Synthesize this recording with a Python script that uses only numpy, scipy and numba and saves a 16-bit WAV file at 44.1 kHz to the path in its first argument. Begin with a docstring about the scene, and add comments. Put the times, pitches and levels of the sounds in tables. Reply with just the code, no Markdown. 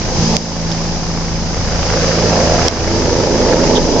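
"""A light helicopter swells closer over a meadow: rotor tones, blade swish, hiss and a turbulent roar chopped
by both rotors. A heavy helicopter's tail rotor drones far off, over a low rumble of wind and engines. A
camcorder with a hissy treble resonance listens; a few clicks ring its body and the two loudest make its limiter
duck. One short high squeak comes near the end."""
import sys
import numpy as np
from scipy import signal
from scipy.fft import rfft, irfft
from scipy.io import wavfile
from scipy.ndimage import uniform_filter1d
from numba import njit

SR = 44100
rng = np.random.default_rng(int(sys.argv[2]) if len(sys.argv) > 2 else 0)


def pcm_store(signal):
    """Save signal as 16-bit PCM."""
    levels = np.round(np.clip(np.atleast_2d(signal), -1, 1) * 32767)
    wavfile.write(sys.argv[1], SR, levels.astype(np.int16).T)


N = 176400
TIME_S = np.arange(N) / SR


def undb(db):
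    return 10 ** (np.asarray(db) / 20)


def unit_rms(x):
    return x / np.sqrt(np.mean(x ** 2))


def curve(rows, column=1):
    """Table column, interpolated in time."""
    rows = np.array(rows)
    return np.interp(TIME_S, rows[:, 0], rows[:, column])


def pan(left_minus_right_db):
    return undb(np.array([[left_minus_right_db], [-left_minus_right_db]]) / 2)


def drift(rate_hz):
    """Smooth random signal, unit RMS."""
    hold = max(int(SR / rate_hz), 2)
    steps = np.repeat(rng.standard_normal(N // hold + 1), hold)
    return unit_rms(uniform_filter1d(uniform_filter1d(steps, hold), hold)[:N])


def response(points):
    """Gain per FFT bin from (Hz, dB) points."""
    hz, db = np.array(points).T
    bins_hz = np.arange(N // 2 + 1) * SR / N
    return undb(np.interp(np.log(bins_hz + 1), np.log(hz), db))


# Stereo width of the noise (frequency [Hz], side minus mid [dB])
WIDTH = [(30, -23), (120, -15.5), (300, -17), (550, -16), (900, -9), (1500, -6.5), (2500, -0.5),
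         (8000, -0.5)]
def noise(spectrum, gate=1):
    """Gated, coloured stereo noise, widest in the treble."""
    colour = response(spectrum + [(1.5 * spectrum[-1][0], -90)])
    mid, side = rfft(rng.standard_normal((2, N)) * gate) * colour
    mid, side = irfft(mid, N), irfft(side * response(WIDTH), N)
    return (mid + side * np.array([[1], [-1]])) / np.std(mid)


def blade_passes(hz, wobble):
    """Running pass count at a wavering rate."""
    return np.cumsum(hz * (1 + wobble * drift(3.06))) / SR


def chop(passes, depth, width_cycles, scatter_db):
    """Unity gain plus a pulse of random strength per blade pass."""
    strength = undb(scatter_db * rng.uniform(-1.7, 1.7, 1024))[passes.astype(int) % 1024]
    return 1 + depth * strength * np.exp(-((passes % 1 - .5) / width_cycles) ** 2)


def rotor(passes, harmonics, flutter):
    """Suction pulses; the long path shifts each harmonic and moving air makes it fade."""
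    shifts_cycles = 0.16 * rng.standard_normal(len(harmonics))
    pulses = 0
    for (order, db), shift in zip(harmonics, shifts_cycles):
        tone = np.exp(2j * np.pi * (order * (passes - .5) + shift))
        fading = 1 + flutter * (drift(7.22) + 1j * drift(7))
        pulses -= undb(db) * np.real(tone * fading)
    return pulses * np.sqrt(2 / (1 + 2 * flutter ** 2))


# Heavy tail rotor spectrum (harmonic [n], level [dB])
HEAVY_HARMONICS = [(1, -15.5), (2, -11), (3, -0.5), (4, -6.5), (5, -13), (6, -16)]
# Lift of its 4th harmonic (time [s], gain [dB])
HEAVY_FOURTH = [(0, 7), (.35, 3.5), (.7, -1.5), (4, -2)]
# Its envelope (time [s], level [dB])
HEAVY_LEVEL = [(0, -36), (.12, -37), (.23, -20.5), (.42, -21), (.62, -23), (.85, -25.5), (1.3, -25),
               (1.55, -27.5), (1.74, -31.5), (1.95, -22.5), (2.33, -20.5), (2.55, -25), (2.9, -36),
               (3.5, -28), (3.72, -23.5), (4, -34)]
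def heavy_helicopter(blade_hz=55.12, gain_db=2):
    """Drone of a far tail rotor."""
    harmonics = [(order, db + (order == 4) * curve(HEAVY_FOURTH)) for order, db in HEAVY_HARMONICS]
    drone = rotor(blade_passes(blade_hz, wobble=0.002), harmonics, flutter=0.18)
    return drone * undb(curve(HEAVY_LEVEL) + gain_db) * pan(-1.5)


# Main rotor spectrum (harmonic [n], level [dB])
MAIN_HARMONICS = [(1, -23), (2, -28.5), (3, -28), (4, -28.5)]
# Sharpness of its thump (time [s], tilt [dB/octave])
MAIN_TILT = [(0, 0), (1.1, -1), (1.5, 1), (2.3, 1.5), (3, 2), (4, -3.5)]
# Tail rotor spectrum (harmonic [n], level [dB])
TAIL_HARMONICS = [(1, -18.5), (2, -12), (3, 0), (4, 1.5), (5, -2.5), (6, -5.5), (7, -14.5)]
# Tail rotor envelope (time [s], level [dB])
TAIL_LEVEL = [(0, -42.5), (1.7, -42), (2.4, -30), (3.2, -26), (4, -26.5)]
def light_rotors(main, tail):
    """Main rotor thump and a tail rotor tone that grows as the machine nears."""
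    tilted = [(order, db + np.log2(order) * curve(MAIN_TILT)) for order, db in MAIN_HARMONICS]
    thump = rotor(main, tilted, flutter=0.22)
    hum = rotor(tail, TAIL_HARMONICS, flutter=0.36) * undb(curve(TAIL_LEVEL))
    return (thump + hum) * pan(-1.5)


# Roar before the turn (frequency [Hz], density [dB])
ROAR_EARLY = [(150, -32.5), (260, -6), (360, -5.5), (430, -4.5), (520, 0), (620, -5.5), (700, -4.5),
              (820, -4), (980, -8), (1250, -20)]
# Roar after the turn (frequency [Hz], density [dB])
ROAR_LATE = [(130, -18.5), (260, -1.5), (315, -4), (450, -1.5), (640, -3), (735, -12.5), (830, -7),
             (950, -7.5), (1250, -30.5)]
def roar(main, tail_chop, turn_s=2.826, turn_length_s=0.23):
    """Turbulence chopped by both rotors; deepens as the machine turns."""
    turn = np.clip((TIME_S - turn_s) / turn_length_s + .5, 0, 1)
    gate = tail_chop * chop(main, depth=0.2, width_cycles=0.2, scatter_db=2)
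    turbulence = np.sqrt(1 - turn) * noise(ROAR_EARLY, gate) + np.sqrt(turn) * noise(ROAR_LATE, gate)
    return turbulence * undb(.5 * drift(14))


# Treble hiss (frequency [Hz], density [dB])
HISS_SPECTRUM = [(2500, -12), (3800, -12.5), (4400, -8.5), (5050, 0), (5600, -5), (6100, -4), (6800, -12.5),
                 (7500, -22), (8200, -34.5), (8800, -48)]
def hiss(main):
    """Resonant hiss near 5 kHz, barely chopped."""
    return noise(HISS_SPECTRUM, chop(main, depth=0.028, width_cycles=0.15, scatter_db=4))


# Blade swish bands (centre [Hz], level [dB])
SWISH_BANDS = [(1250, 2.5), (1650, 2), (2150, -1), (2850, -5.5)]
def swish(main, tail_chop):
    """Each main blade rasps with its own strength in each band."""
    rasp = 0
    for hz, db in SWISH_BANDS:
        band = [(hz * 0.76, -35), (hz * 0.81, -3), (hz, 0), (hz * 1.094, -3), (hz * 1.8, -35)]
        gate = tail_chop * chop(main, depth=.8, width_cycles=.2, scatter_db=3.8)
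        rasp += noise(band, gate) * undb(db)
    return rasp / np.std(rasp)


# Approach envelopes (time [s], roar level [dB], hiss and swish levels in the order swish [dB], hiss [dB])
APPROACH = [(0, -29.5, -34.5, -30), (.12, -25, -36.5, -29.5), (.2, -24.5, -35.5, -25),
            (.36, -20, -36, -25.5), (.6, -27, -35.5, -30), (1.0, -28, -37.5, -31.5), (1.45, -29, -36, -32),
            (1.75, -24.5, -31, -29), (2.0, -23.5, -28, -25.5), (2.4, -19.5, -28, -25.5),
            (2.66, -18.5, -25.5, -25), (2.75, -20.5, -27, -27), (2.95, -19, -31, -27.5),
            (3.3, -17.5, -32, -28), (3.6, -14.5, -27.5, -25.5), (3.75, -15, -31.5, -26),
            (3.83, -21, -36, -28), (4, -13.5, -34.5, -27)]
ROAR_PAN_DB = -4
def light_helicopter(main_blade_hz=27.61, tail_blade_hz=84.04, roar_db=1, swish_db=2.5, hiss_db=2.5):
    """Nearing machine: two rotors time all its tones and turbulence."""
    main = blade_passes(main_blade_hz, wobble=0.0032)
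    tail = blade_passes(tail_blade_hz, wobble=0.0023)
    out = light_rotors(main, tail)
    tail_chop = chop(tail, depth=0.72, width_cycles=0.13, scatter_db=2.5)
    out += roar(main, tail_chop) * undb(curve(APPROACH) + roar_db) * pan(ROAR_PAN_DB)
    out += hollow_resonance(tail_chop) * pan(ROAR_PAN_DB)
    out += hiss(main) * undb(curve(APPROACH, column=3) + hiss_db) * pan(-1)
    out += swish(main, tail_chop) * undb(curve(APPROACH, column=2) + swish_db) * pan(-3)
    return out


# Rumble spectrum (frequency [Hz], density [dB])
RUMBLE_SPECTRUM = [(12, -11), (30, -4.5), (60, -2.5), (105, -3.5), (190, -3.5), (300, -14.5), (600, -32),
                   (1200, -45.5)]
# Rumble envelope (time [s], level [dB])
RUMBLE_LEVEL = [(0, -24), (.22, -19.5), (.6, -29), (1.5, -23), (4, -21.5)]
def rumble():
    """Low wash of wind and far engines."""
    return noise(RUMBLE_SPECTRUM) * undb(curve(RUMBLE_LEVEL)) * pan(-0.5)


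def burst(peak_s, hz, db, half_length_s):
    """Short swell of narrow-band noise."""
    band = noise([(hz * .7, -40), (hz * .92, -2), (hz * 1.06, 0), (hz * 1.3, -20)])
    return band * undb(db) * np.exp(-((TIME_S - peak_s) / half_length_s) ** 4)


# Roar flares (time [s], centre [Hz], level [dB])
FLARES = [(.17, 352, -24), (.335, 837, -26), (2.26, 430.3, -19), (3.77, 840, -21)]
def flares():
    """Single bands of the roar stand out briefly."""
    return sum(burst(*flare, half_length_s=0.031) for flare in FLARES) * pan(ROAR_PAN_DB)


# Clicks on the camera body (time [s], level [dB], ring [Hz])
CLICKS = [(.3672, 3.5, 4950), (.7162, -14.5, 5400), (.723, -15, 5030), (2.6824, 2, 5480),
          (2.6838, -6.5, 5670)]
# Their crack (frequency [Hz], density [dB])
CRACK_SPECTRUM = [(900, -10.5), (2400, -5.5), (3900, -1.5), (5900, 1), (8500, -18)]
def clicks(rise_s=0.00056, crack_db=-8):
    """Each click cracks and rings a high body mode for a few milliseconds."""
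    crack = undb(crack_db) * noise(CRACK_SPECTRUM)
    out = 0
    for start_s, db, hz in CLICKS:
        age_s = np.maximum(TIME_S - start_s, 0)
        ring = np.sin(2 * np.pi * hz * age_s)
        envelope = age_s / rise_s * np.exp(1 - age_s / rise_s)
        out += undb(db) * (ring + crack) * envelope
    return out * pan(-8)


# Resonance in the roar (time [s], centre [Hz], level [dB])
HOLLOW = [(1.55, 488.8, -45.5), (1.95, 505, -20.5), (2.35, 540, -17.5), (2.5, 611.5, -16), (2.64, 720, -24),
          (2.78, 451.8, -35), (3.15, 470, -20.5), (3.65, 500, -16.5), (3.85, 451, -25)]
def hollow_resonance(tail_chop, width_hz=150):
    """Narrow band of turbulence that glides up with each late swell."""
    baseband = drift(2 * width_hz) + 1j * drift(2 * width_hz)
    band = baseband * np.exp(2j * np.pi * np.cumsum(curve(HOLLOW)) / SR)
    return unit_rms(band.real * tail_chop) * undb(curve(HOLLOW, column=2))


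def squeak():
    """Short, high and scratchy."""
    return burst(peak_s=3.767, hz=3350, db=-22.5, half_length_s=0.016)


def scene():
    return heavy_helicopter() + light_helicopter() + flares() + rumble() + clicks() + squeak()


@njit
def follow_peaks(peak, limit, attack, release):
    """Rises fast, sinks slowly back to the limit."""
    out, held = np.empty(len(peak)), limit
    for i in range(len(peak)):
        held = held + (peak[i] - held) * attack if peak[i] > held else max(limit, held * release)
        out[i] = held
    return out


def limiter(x, limit=0.98, attack_s=0.00021, release_db_per_s=23.5):
    """Ducks both channels after a loud peak."""
    attack = 1 - np.exp(-1 / (attack_s * SR))
    release = float(undb(-release_db_per_s / SR))
    return x * limit / follow_peaks(np.abs(x).max(axis=0), limit, attack, release)


# Capsule mismatch (frequency [Hz], left minus right [dB])
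CAPSULE_BALANCE = [(30, 1), (120, -1), (300, 0), (900, 1.5), (2200, -1.5), (4000, -7), (6500, 9)]
def record(dry, right_low_cut_hz=37, ceiling=.94, top_hz=8400):
    """Unequal capsules, limiter, clipping of overshoot, low-pass."""
    tilt = np.sqrt(response(CAPSULE_BALANCE))
    left, right = irfft(rfft(dry) * np.array([tilt, 1 / tilt]), N)
    right = signal.sosfilt(signal.butter(1, right_low_cut_hz, "high", fs=SR, output="sos"), right)
    limited = np.clip(limiter(np.array([left, right])), -ceiling, ceiling)
    return signal.sosfilt(signal.ellip(8, .2, 70, top_hz, fs=SR, output="sos"), limited)


dry = scene()
out = record(dry)
pcm_store(out)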